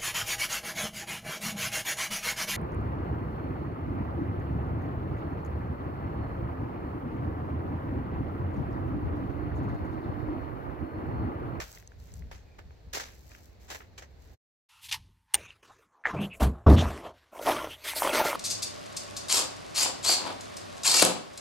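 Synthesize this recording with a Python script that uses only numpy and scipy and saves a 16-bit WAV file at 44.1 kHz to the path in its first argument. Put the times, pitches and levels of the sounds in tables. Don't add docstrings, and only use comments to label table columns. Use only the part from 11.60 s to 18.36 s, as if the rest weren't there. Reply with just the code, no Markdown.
import sys
import numpy as np
from scipy import signal
from scipy.io import wavfile
from scipy.ndimage import uniform_filter1d, map_coordinates

SR = 44100
rng = np.random.default_rng(int(sys.argv[2]) if len(sys.argv) > 2 else 0)


def generate_wav(signal):
    frames = np.transpose(np.atleast_2d(signal))
    scaled = np.clip(frames, -1, 1) * 32767
    pcm = np.round(scaled).astype(np.int16)
    wavfile.write(sys.argv[1], SR, pcm)


N = 298116
TIME = np.arange(N) / SR

# start in seconds, rise in seconds, hold in seconds,
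# then the levels of stones, grit and fine fizz in dB.
GRAVEL_SHOVES = [(5.712, 0.056, .06, -47, -59, -59), (5.806, 0.024, .03, -48, -46.5, -46.5),
                 (5.846, 0.031, 0.039, -28, -34, -39.5), (5.932, 0.025, 0.087, -36, -43, -50),
                 (6.06, .05, 0.024, -68, -51.5, -55), (6.164, 0.068, 0.016, -62, -54, -60),
                 (6.237, .008, .02, -48.5, -40, -44.5), (6.261, .02, .022, -49.5, -34, -37.5),
                 (6.343, 0.024, 0.054, -44, -42, -34.5), (6.412, 0.024, 0.065, -31, -35.5, -39.5),
                 (6.511, 0.04, 0.054, -27, -29.5, -35.5), (6.631, 0.027, 0.044, -32, -33, -38.5),
                 (6.73, 0.029, .02, -33, -41, -47)]
GRAVEL_SAG_DB_PER_S, GRAVEL_T60_S = 31, 0.22


def amp(db):
    return 10 ** (np.asarray(db) / 20)


def unit(x):
    return x / np.sqrt(np.mean(x ** 2) + 1e-20)


def add(mix, s, sound):
    part = mix[max(round(s * SR), 0):][:len(sound)]
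    part += sound[:len(part)]


def colour(x, points, skirt_db=0):
    hz, db = np.transpose(points)
    octave = np.log2(abs(np.fft.fftfreq(4096, 1 / SR)) + 1)
    below = np.maximum(np.log2(hz[0]) - octave, 0)
    above = np.maximum(octave - np.log2(hz[-1]), 0)
    curve_db = np.interp(octave, np.log2(hz), db) - skirt_db * (below + above)
    log_gain = np.log(amp(np.maximum(curve_db, -100)))
    taps = np.fft.ifft(np.exp(np.conj(signal.hilbert(log_gain)))).real
    return signal.oaconvolve(x, taps[:len(taps) // 2])[:len(x)]


def band(x, lo_hz, hi_hz, order=3):
    sos = signal.butter(order, [lo_hz, min(hi_hz, SR / 2 - 1)], "band", fs=SR, output="sos")
    return signal.sosfilt(sos, x)


def noise():
    return rng.standard_normal(N)


def flutter(depth_db, span_s):
    steps = rng.standard_normal(N)
    return amp(depth_db * np.interp(TIME / max(span_s, 1 / SR), np.arange(N), steps))


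def swell(s, rise_s, hold_s, t60_s, sag_db_per_s=0):
    age = TIME - s
    sag_db = sag_db_per_s * np.clip(age - rise_s, 0, hold_s)
    release_db = 60 * np.maximum(age - rise_s - hold_s, 0) / t60_s
    return (np.clip(age / rise_s, 0, 1) * amp(-sag_db - release_db)) ** 2


def grains(per_s, spread_db, smooth):
    size = amp(spread_db * np.minimum(rng.exponential(1, N), 4))
    clicks = size * rng.choice([-1, 1], N) * (rng.random(N) < per_s / SR)
    return unit(unit(clicks) + smooth * noise())


def patchy(x, depth_db, span_s=.035, octaves=.2):
    hz, t, spectrum = signal.stft(x, SR, nperseg=512, noverlap=384)
    where = np.meshgrid(np.log2(hz + 1000) / octaves, t / span_s, indexing="ij")
    field = map_coordinates(rng.standard_normal((64, 512)), where, order=1, mode="wrap")
    return signal.istft(spectrum * amp(depth_db * field), SR, nperseg=512, noverlap=384)[1][:N]


def steady(x):
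    return x / np.sqrt(abs(uniform_filter1d(x ** 2, size=1300)) + 1e-20)


def ticks(rows, crack):
    out, t = np.zeros(N), np.arange(SR // 20) / SR
    hisses = rng.standard_normal((len(rows), len(t)))
    for (s, db, hz, cycles), hiss in zip(rows, hisses):
        age = t * hz / cycles
        reach = max(1.29 + 0.78 / cycles ** 2, 1.1)
        grit = unit(band(hiss, hz / reach, hz * reach, order=2))
        ring = np.sin(2 * np.pi * hz * t) + crack * grit
        tick = band(ring * (age * np.exp(-age)) ** 2, hz / reach / 2, hz * reach)
        add(out, s, amp(db) * tick / abs(tick).max())
    return out


def scrape(pushes, points, sag_db_per_s, t60_s, trickle_db, trickle_t60_s,
           stones_per_s, spread_db, smooth, flutter_db, patch_db):
    out, jolts = np.zeros(N), unit(flutter(flutter_db, span_s=0.0068))
    edges_hz = [100, 1600, 7500, 17000]
    for k, linger in enumerate([1.33, 1, 1]):
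        power = 0
        for s, rise, hold, *sizes_db in pushes:
            push = swell(s, rise, hold, t60_s * linger, sag_db_per_s)
            trickle = swell(s, rise, hold, trickle_t60_s * linger, sag_db_per_s)
            power = power + amp(sizes_db[k]) ** 2 * (push + amp(trickle_db) ** 2 * trickle)
        crackle = colour(grains(stones_per_s * 4 ** k, spread_db, smooth), points, skirt_db=7.0)
        contacts = band(patchy(crackle, patch_db), edges_hz[k], edges_hz[k + 1], order=4)
        out += steady(contacts) * np.sqrt(power)
    return out * jolts


def ports(x, lag_s):
    return np.array([x, np.interp(TIME - lag_s, TIME, x)])


def scattered(x):
    return x * unit(band(noise(), 21, 90, order=2))


def widen(x):
    # pitch in Hz, relative gain of the left-right difference in dB.
    width = [(60, -33.5), (110, -30.5), (200, -33.5), (380, -26.5), (700, -23), (1290, -29.5),
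             (2380, -31.5), (4400, -34.5), (8120, -30.5), (15000, -21.5)]
    side = colour(scattered(x), width) * amp(-21.5)
    return np.array([x + side, x - side])


def garden():
    # pitch in Hz, gain in dB.
    wind_colour = [(13, -44.5), (22, -11), (64, 7), (110, -4.5), (156, -10), (274, -19), (347, -41),
                   (445, -22), (500, -29.5), (650, -48), (1100, -120)]
    # pitch in Hz, gain in dB.
    air_colour = [(250, -2), (450, -2.5), (800, -8), (1350, -18.5), (2100, -16.5), (3200, -24),
                  (4300, -17.5), (6870, -37.5), (9800, -43.5), (12400, -34), (15800, -37)]
    # crest in seconds, half length in seconds, level in dB.
    gust_rows = [(0.0, 0.044, -46.5), (.41, 0.031, -46.5), (0.608, 0.092, -41.5), (1.07, 0.047, -50.5),
                 (1.283, 0.019, -46.5)]
    breeze_db, air_db = -54.5, -65

    def pair(points, apart):
        mid, side = (unit(colour(noise(), points, skirt_db=23.5)) for _ in range(2))
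        return np.array([mid + apart * side, mid - apart * side])

    gusts = sum(amp(db) ** 2 * np.exp(-((TIME - s) / half) ** 2) for s, half, db in gust_rows)
    wind = pair(wind_colour, apart=0.34) * np.sqrt(amp(breeze_db) ** 2 + gusts)
    return wind + pair(air_colour, apart=.8) * amp(air_db)


def rake():
    # start in seconds, rise in seconds, relative level in dB,
    # time to fall by 60 dB in seconds, treble tilt in dB.
    strokes = [(0.0, 0.0016, -34.5, 0.18, -1), (0.713, 0.0024, -44.5, 0.089, -7),
               (0.983, 0.0082, -49, 0.078, -9.5), (1.329, 0.0065, -34, 0.31, 5.5),
               (1.346, 0.006, -34.5, 0.22, 8), (1.394, 0.0035, -40, 0.36, 2.5), (2.076, 0.018, -50, .2, 1),
               (2.099, 0.0045, -36.5, 0.21, 1), (2.145, 0.003, -39, 0.084, -5),
               (2.202, 0.0025, -55, 0.17, -15), (2.376, 0.0045, -42.5, 0.12, 3),
               (2.421, 0.0016, -46, 0.11, -4.5)]
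    # start in seconds, hold in seconds,
    # relative level of the crunch in dB, relative level of the fine hiss in dB.
    shifts = [(0.0, 0.15, -58.5, -57), (0.378, 0.18, -69.5, -66), (0.708, 0.02, -56.5, -73),
              (1.496, 0.36, -75, -66), (1.688, 0.043, -58, -72), (1.993, .04, -67, -65.5),
              (2.11, 0.012, -58, -53.5), (2.58, 0.132, -71, -71.5)]
    # start in seconds, relative peak in dB, pitch in Hz.
    snap_rows = [(.1266, -36, 7000), (.154, -41, 6500), (.1735, -36, 2050), (0.2245, -44, 1710),
                 (0.2745, -32, 6590), (0.3184, -40.5, 1500), (0.401, -48, 6100), (.5187, -43, 5400),
                 (.5387, -34.5, 7340), (0.6217, -41, 1990), (.9896, -39, 1510), (1.1064, -39.5, 890),
                 (1.3714, -18.5, 900), (1.399, -24, 1650), (1.716, -41, 1700), (1.7488, -37, 2100),
                 (2.1006, -41, 1710), (2.149, -31, 1400), (2.2064, -37, 1190), (2.382, -48, 5400),
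                 (2.4235, -51, 1700)]
    # pitch in Hz, gain in dB.
    straw = [(150, -17), (250, -11.5), (450, -1.5), (650, -1), (1150, -5), (1740, -1.5), (2500, -5.5),
             (3500, -9), (4400, -10.5), (5700, -8), (7300, -10.5), (8800, -26), (13000, -21),
             (15800, -26.5)]
    # pitch in Hz, gain in dB.
    dry_hiss = [(5000, 0), (7200, 1), (9500, -12.5), (12500, -1.5), (15800, -5)]

    low, fine = amp(-72) ** 2, amp(-89) ** 2
    for s, hold, crunch_db, hiss_db in shifts:
        power = swell(s, 0.024, hold, 0.29)
        low = low + power * amp(crunch_db) ** 2
        fine = fine + power * amp(hiss_db) ** 2
    high = low
    for s, rise, db, t60, tilt_db in strokes:
        power = amp(db) ** 2 * swell(s, rise, 0, t60)
        fine = fine + power * amp(-21.5) ** 2
        low = low + power / amp(tilt_db)
        high = high + power * amp(tilt_db)
    jolts = flutter(depth_db=1.5, span_s=.008)

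    def cloud():
        stalks = colour(grains(per_s=2200, spread_db=1.5, smooth=0.41), straw, skirt_db=12)
        tearing = steady(patchy(stalks, depth_db=2.5))
        crunch = signal.sosfiltfilt(signal.butter(2, 2800, fs=SR, output="sos"), tearing)
        treble = tearing - crunch
        hiss = unit(colour(grains(per_s=870, spread_db=10.5, smooth=0.83), dry_hiss, skirt_db=15.0))
        return (crunch * np.sqrt(low) + treble * np.sqrt(high)) * jolts + hiss * np.sqrt(fine)

    snap_s = 0.00091
    snaps = ticks([(s, db, hz, hz * snap_s) for s, db, hz in snap_rows], crack=1.0)
    shared = ports(.5 * cloud() + amp(-4.0) * snaps, lag_s=0.000499)
    return shared + amp(-0.5) * np.array([cloud(), cloud()])


def rasps():
    # start in seconds, length in seconds, level in dB,
    # middle pitch in Hz, width in Hz, glide in Hz per second.
    slides = [(0.831, .17, -73.5, 2400, 250, -800), (1.02, 0.17, -86, 4250, 500, 0),
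              (3.087, 0.17, -68, 1250, 300, -1500), (3.088, .16, -67.5, 2700, 250, -500),
              (3.224, 0.053, -57.5, 2820, 705, -5000), (3.315, 0.047, -42.5, 1930, 400, -2000),
              (3.751, 0.2, -55, 2525, 500, 1501), (4.084, 0.044, -54, 1005, 600, -3000),
              (4.296, 0.2, -66, 934, 400, -2000), (4.44, 0.054, -37, 1850, 794, 0),
              (4.48, 0.038, -37, 1376, 930, 4), (4.556, .06, -46, 2450, 500, 3000),
              (4.592, .08, -41, 2930, 640, 2000), (4.697, .07, -46.5, 2530, 500, -4000),
              (5.161, .066, -34, 3270, 1100, 3000), (5.168, 0.071, -44.5, 6080, 1600, 2),
              (6.085, 0.081, -44.5, 3000, 600, 1998), (6.348, .06, -37, 4490, 1200, 0)]
    out = np.zeros(N)
    for s, length, db, hz, width, glide in slides:
        t = np.arange(int(length * SR)) / SR
        smooth = signal.butter(2, width / 2, fs=SR, output="sos")
        a, b = unit(signal.sosfilt(smooth, rng.standard_normal((2, SR // 2))))[:, -len(t):]
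        turn = 2 * np.pi * np.cumsum(hz + glide * (t - length / 2)) / SR
        rasp = a * np.cos(turn) + b * np.sin(turn)
        add(out, s, amp(db) * rasp * np.sin(np.pi * t / length))
    return out


def swish():
    # start in seconds, rise in seconds,
    # hold in seconds, then the levels of coarse, middle and fine grains in dB.
    swells = [(3.088, .006, 0.16, -69.5, -64.5, -71.5), (3.21, 0.037, .022, -66.5, -50, -51.5),
              (3.284, 0.0047, 0.013, -62, -45, -54), (3.312, 0.0028, .003, -45.5, -31.5, -44.5),
              (3.322, 0.0026, 0.0018, -44, -27, -38.5), (3.338, 0.0037, .003, -40.5, -35.5, -42),
              (3.42, 0.037, .22, -79.5, -85.5, -86), (3.665, .07, 0.003, -64, -73, -80)]
    # pitch in Hz, gain in dB.
    swish_colour = [(400, -34), (680, -30), (900, -2.5), (1330, -17.5), (1890, -8), (3000, 0.5), (4500, -3),
                    (8000, -12.5), (12500, -13.5), (15800, -32.5)]
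    return scrape(swells, swish_colour, sag_db_per_s=9.5, t60_s=0.0771, trickle_db=-32.5, trickle_t60_s=0.5,
                  stones_per_s=4000, spread_db=4, smooth=0.24, flutter_db=0.5, patch_db=1.5)


def rumble():
    # start in seconds, rise in seconds, hold in seconds, level in dB.
    bouts = [(3.09, .1, .1, -73.5), (3.221, .15, 0.06, -54.5), (3.734, 0.02, 0.0074, -51),
             (4.05, .06, 0.018, -69), (4.443, 0.035, 0.99, -56.5), (5.76, 0.17, 0.16, -53.5),
             (6.218, 0.12, 0.44, -58.5)]
    power = sum(amp(db) ** 2 * swell(s, rise, hold, t60_s=0.65) for s, rise, hold, db in bouts)
    return steady(band(noise(), 45, 110, order=2)) * np.sqrt(power)


def clack():
    # start in seconds, peak in dB.
    contacts = [(3.7383, -23.5), (3.7396, -21.5), (3.7425, -5), (3.7437, -14), (3.7482, -13.5),
                (3.752, -14.5)]
    # pitch in Hz, relative level in dB,
    # time to fall by 60 dB in seconds.
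    metal = [(822, -28, 0.055), (2040, -18.5, 0.012), (2874, -9, 0.012), (3467, -20, 0.019),
             (4330, -20.5, 0.016), (6140, -23, 0.02), (8730, -1, 0.0091), (9070, -1.5, 0.011),
             (12070, -22, 0.013), (13440, -12.5, 0.0033)]
    out, t = np.zeros(N), np.arange(SR // 10) / SR
    for s, db in contacts:
        ring = sum(amp(d - 60 * t / t60) * np.sin(2 * np.pi * hz * (t + s)) for hz, d, t60 in metal)
        crack = amp(-7.0 - 60 * t / .022) * band(rng.standard_normal(len(t)), 1100, 11000, order=1)
        contact = (ring + crack) * (1 - np.exp(-t / 0.00018))
        add(out, s, amp(db) * contact / abs(contact).max())
    return out


def settling():
    # start in seconds, rise in seconds, hold in seconds,
    # then the levels of stones, grit and fine fizz in dB.
    trickles = [(3.752, 0.0032, .008, -46.5, -49, -56.5), (3.77, 0.009, .125, -67, -56, -67),
                (4.026, 0.0035, 0.13, -61.5, -62.5, -72), (4.18, 0.011, 0.044, -66, -74, -78),
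                (4.28, 0.072, 0.11, -71.5, -86, -98), (4.455, 0.012, 0.048, -38.5, -49.5, -65)]
    # pitch in Hz, gain in dB.
    settling_colour = [(200, -6.5), (450, 2.5), (700, -3.5), (1100, 2.5), (1900, -3.5), (2700, -5),
                       (4800, -13.5), (6400, -12.5), (8000, -24), (11500, -29.5), (15800, -39)]
    return scrape(trickles, settling_colour, sag_db_per_s=46, t60_s=0.27, trickle_db=-24, trickle_t60_s=3.4,
                  stones_per_s=1500, spread_db=3.0, smooth=1.0, flutter_db=2.0, patch_db=6.0)


def knocks():
    # start in seconds, peak in dB, pitch in Hz, length of the ring in cycles.
    hits = [(3.905, -36.5, 2800, 2.2), (4.4385, -35, 1750, 1.6), (4.4542, -12, 1790, 1.4),
            (4.4548, -24, 855, 1.6), (4.4565, -18, 1880, 1.4), (4.4621, -18, 1880, 1.9),
            (4.4705, -19, 1820, 0.98), (5.0645, -17.5, 1118, 3.5), (5.0675, -19, 618, 1),
            (5.113, -22, 1120, 2), (5.222, -20.5, 660, 1.9), (5.2555, -21, 970, 0.71),
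            (5.377, -30, 1500, 0.35), (5.731, -39.5, 660, 1), (5.7588, -33, 657, 0.87),
            (5.794, -27.5, 645, 1.1), (5.812, -29, 530, 1.1), (5.833, -35, 600, 1.1), (5.8712, -15, 770, 1),
            (5.8768, -13.5, 760, 0.7), (5.884, -16, 690, 2.7), (5.8964, -13.5, 724, 1.3),
            (5.9178, -25, 1100, 0.54), (6.0728, -26, 720, 0.37), (6.3335, -30.5, 890, 1.4),
            (6.4208, -12, 880, 0.67), (6.447, -21, 1050, 2.8), (6.4995, -21, 625, 0.49),
            (6.4745, -12, 935, 0.52), (6.5955, -19.5, 885, 4.7), (6.614, -12, 770, 0.33),
            (6.6515, -17.5, 740, 0.34), (6.657, -17.5, 590, 0.37), (6.7295, -17.5, 950, 0.76),
            (6.754, -20, 1100, 1.2)]
    return ticks(hits, crack=0.16)


def earth():
    # start in seconds, rise in seconds, hold in seconds,
    # then the levels of stones, grit and fine fizz in dB.
    spills = [(4.526, 0.024, 0.041, -38, -58, -69.5), (4.598, .022, 0.036, -44.5, -53, -55),
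              (4.728, 0.016, 0.031, -57.5, -70, -60.5), (4.797, 0.013, 0.02, -27.5, -38, -44.5),
              (4.824, 0.0067, 0.003, -38, -35, -41), (4.91, 0.019, .08, -51.5, -75.5, -90),
              (5.062, 0.0066, 0.02, -21.5, -44.5, -65), (5.083, 0.015, 0.052, -30, -39.5, -50.5),
              (5.168, 0.02, 0.058, -33, -38.5, -51.5), (5.25, 0.023, 0.13, -38.5, -46.5, -56.5),
              (5.41, 0.053, .012, -40, -51, -65.5), (5.52, 0.055, .16, -79.5, -64.5, -78)]
    # pitch in Hz, gain in dB.
    earth_colour = [(120, -29.5), (200, -16.5), (254, -8.5), (372, -7), (517, -7.5), (668, -2.5),
                    (760, -9.5), (1100, -10.5), (1340, -17), (2230, -29), (3050, -29), (7070, -41.5),
                    (10000, -46.5), (11600, -43.5), (15800, -61)]
    return scrape(spills, earth_colour, sag_db_per_s=54.5, t60_s=0.15, trickle_db=-36.5, trickle_t60_s=1.5,
                  stones_per_s=1500, spread_db=3.0, smooth=0.64, flutter_db=1.0, patch_db=4.0)


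def thuds():
    # start in seconds, rise in seconds, hold in seconds, level of the boom in dB, pitch in Hz,
    # time to fall by 60 dB in seconds, loose earth relative to the boom in dB.
    clods = [(4.527, 0.015, 0.036, -37, 179, 0.35, 2.5), (4.57, 0.028, 0.031, -29, 190.6, 0.19, -6),
             (4.808, 0.022, 0.038, -20, 65, 0.23, -6), (5.063, 0.0068, 0.06, -13, 75.8, 0.37, -3),
             (5.14, 0.014, 0.013, -26, 213, 0.38, -6), (5.25, 0.0053, 0.01, -28, 69.7, 0.22, -12)]
    # pitch in Hz, gain in dB.
    thud_colour = [(30, -24.5), (60, -8), (110, 3), (220, -0.5), (300, -4), (450, -10.5), (700, -29.5)]
    out = np.zeros(N)
    for s, rise, hold, db, hz, t60, loose_db in clods:
        age = np.maximum(TIME - s, 0)
        fall_db = 60 * np.maximum(age - rise - hold, 0) / t60
        push = np.minimum(age / rise, 1) * amp(db - fall_db)
        wavering_time = np.cumsum((age > 0) * flutter(depth_db=1.1, span_s=0.014)) / SR
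        boom = np.sqrt(2) * np.sin(2 * np.pi * hz * wavering_time)
        churn = steady(colour(noise(), thud_colour, skirt_db=33.5))
        out += push * (boom + amp(loose_db) * churn)
    return out


def gravel():
    # pitch in Hz, gain in dB.
    gravel_colour = [(71, -46), (120, -37), (289, -3.5), (511, -6.5), (602, 1.5), (754, -8.5), (888, -3),
                     (1390, -7), (1600, -13), (2220, -11.5), (5040, -20.5), (6300, -20), (6980, -27.5),
                     (13100, -28), (15800, -39)]
    return scrape(GRAVEL_SHOVES, gravel_colour, GRAVEL_SAG_DB_PER_S, GRAVEL_T60_S,
                  trickle_db=-36.5, trickle_t60_s=-6,
                  stones_per_s=400, spread_db=1.0, smooth=0.78, flutter_db=0.86, patch_db=4)


def pebbles():
    # pitch in Hz, relative level in dB, time to fall by 60 dB in seconds.
    pebble_rings = [(615, -2, .05), (914, -2.5, 0.067), (1384, -6, 0.058), (2180, -10.5, .018),
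                    (3240, -10, 0.011)]
    power = sum(amp(db) ** 2 * swell(s, rise, hold, GRAVEL_T60_S, GRAVEL_SAG_DB_PER_S)
                for s, rise, hold, db, *_ in GRAVEL_SHOVES)
    force = np.sqrt(power)
    out, t = np.zeros(N), np.arange(SR // 10) / SR
    for hz, db, ring_s in pebble_rings:
        ring = amp(-60 * t / ring_s) * np.sin(2 * np.pi * hz * t)
        clicks = grains(per_s=35, spread_db=3.0, smooth=0) * force
        out += amp(db) * signal.oaconvolve(clicks, ring / np.linalg.norm(ring))[:N]
    return amp(-4.5) * out


def scene():
    pause_s = 2.745
    fade = amp(-1500 * np.clip(TIME - pause_s, 0, .06))
    outdoors = (garden() + rake()) * fade
    loose = swish() + settling() + earth() + gravel() + pebbles()
    close = loose + rasps() + rumble() + clack() + knocks() + thuds()
    return outdoors + widen(close)


def record(dry):
    taps = signal.firwin(511, 15900, window=("kaiser", 9), fs=SR)
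    return signal.oaconvolve(dry, taps[None], "same")


dry = scene()
out = record(dry)
generate_wav(out)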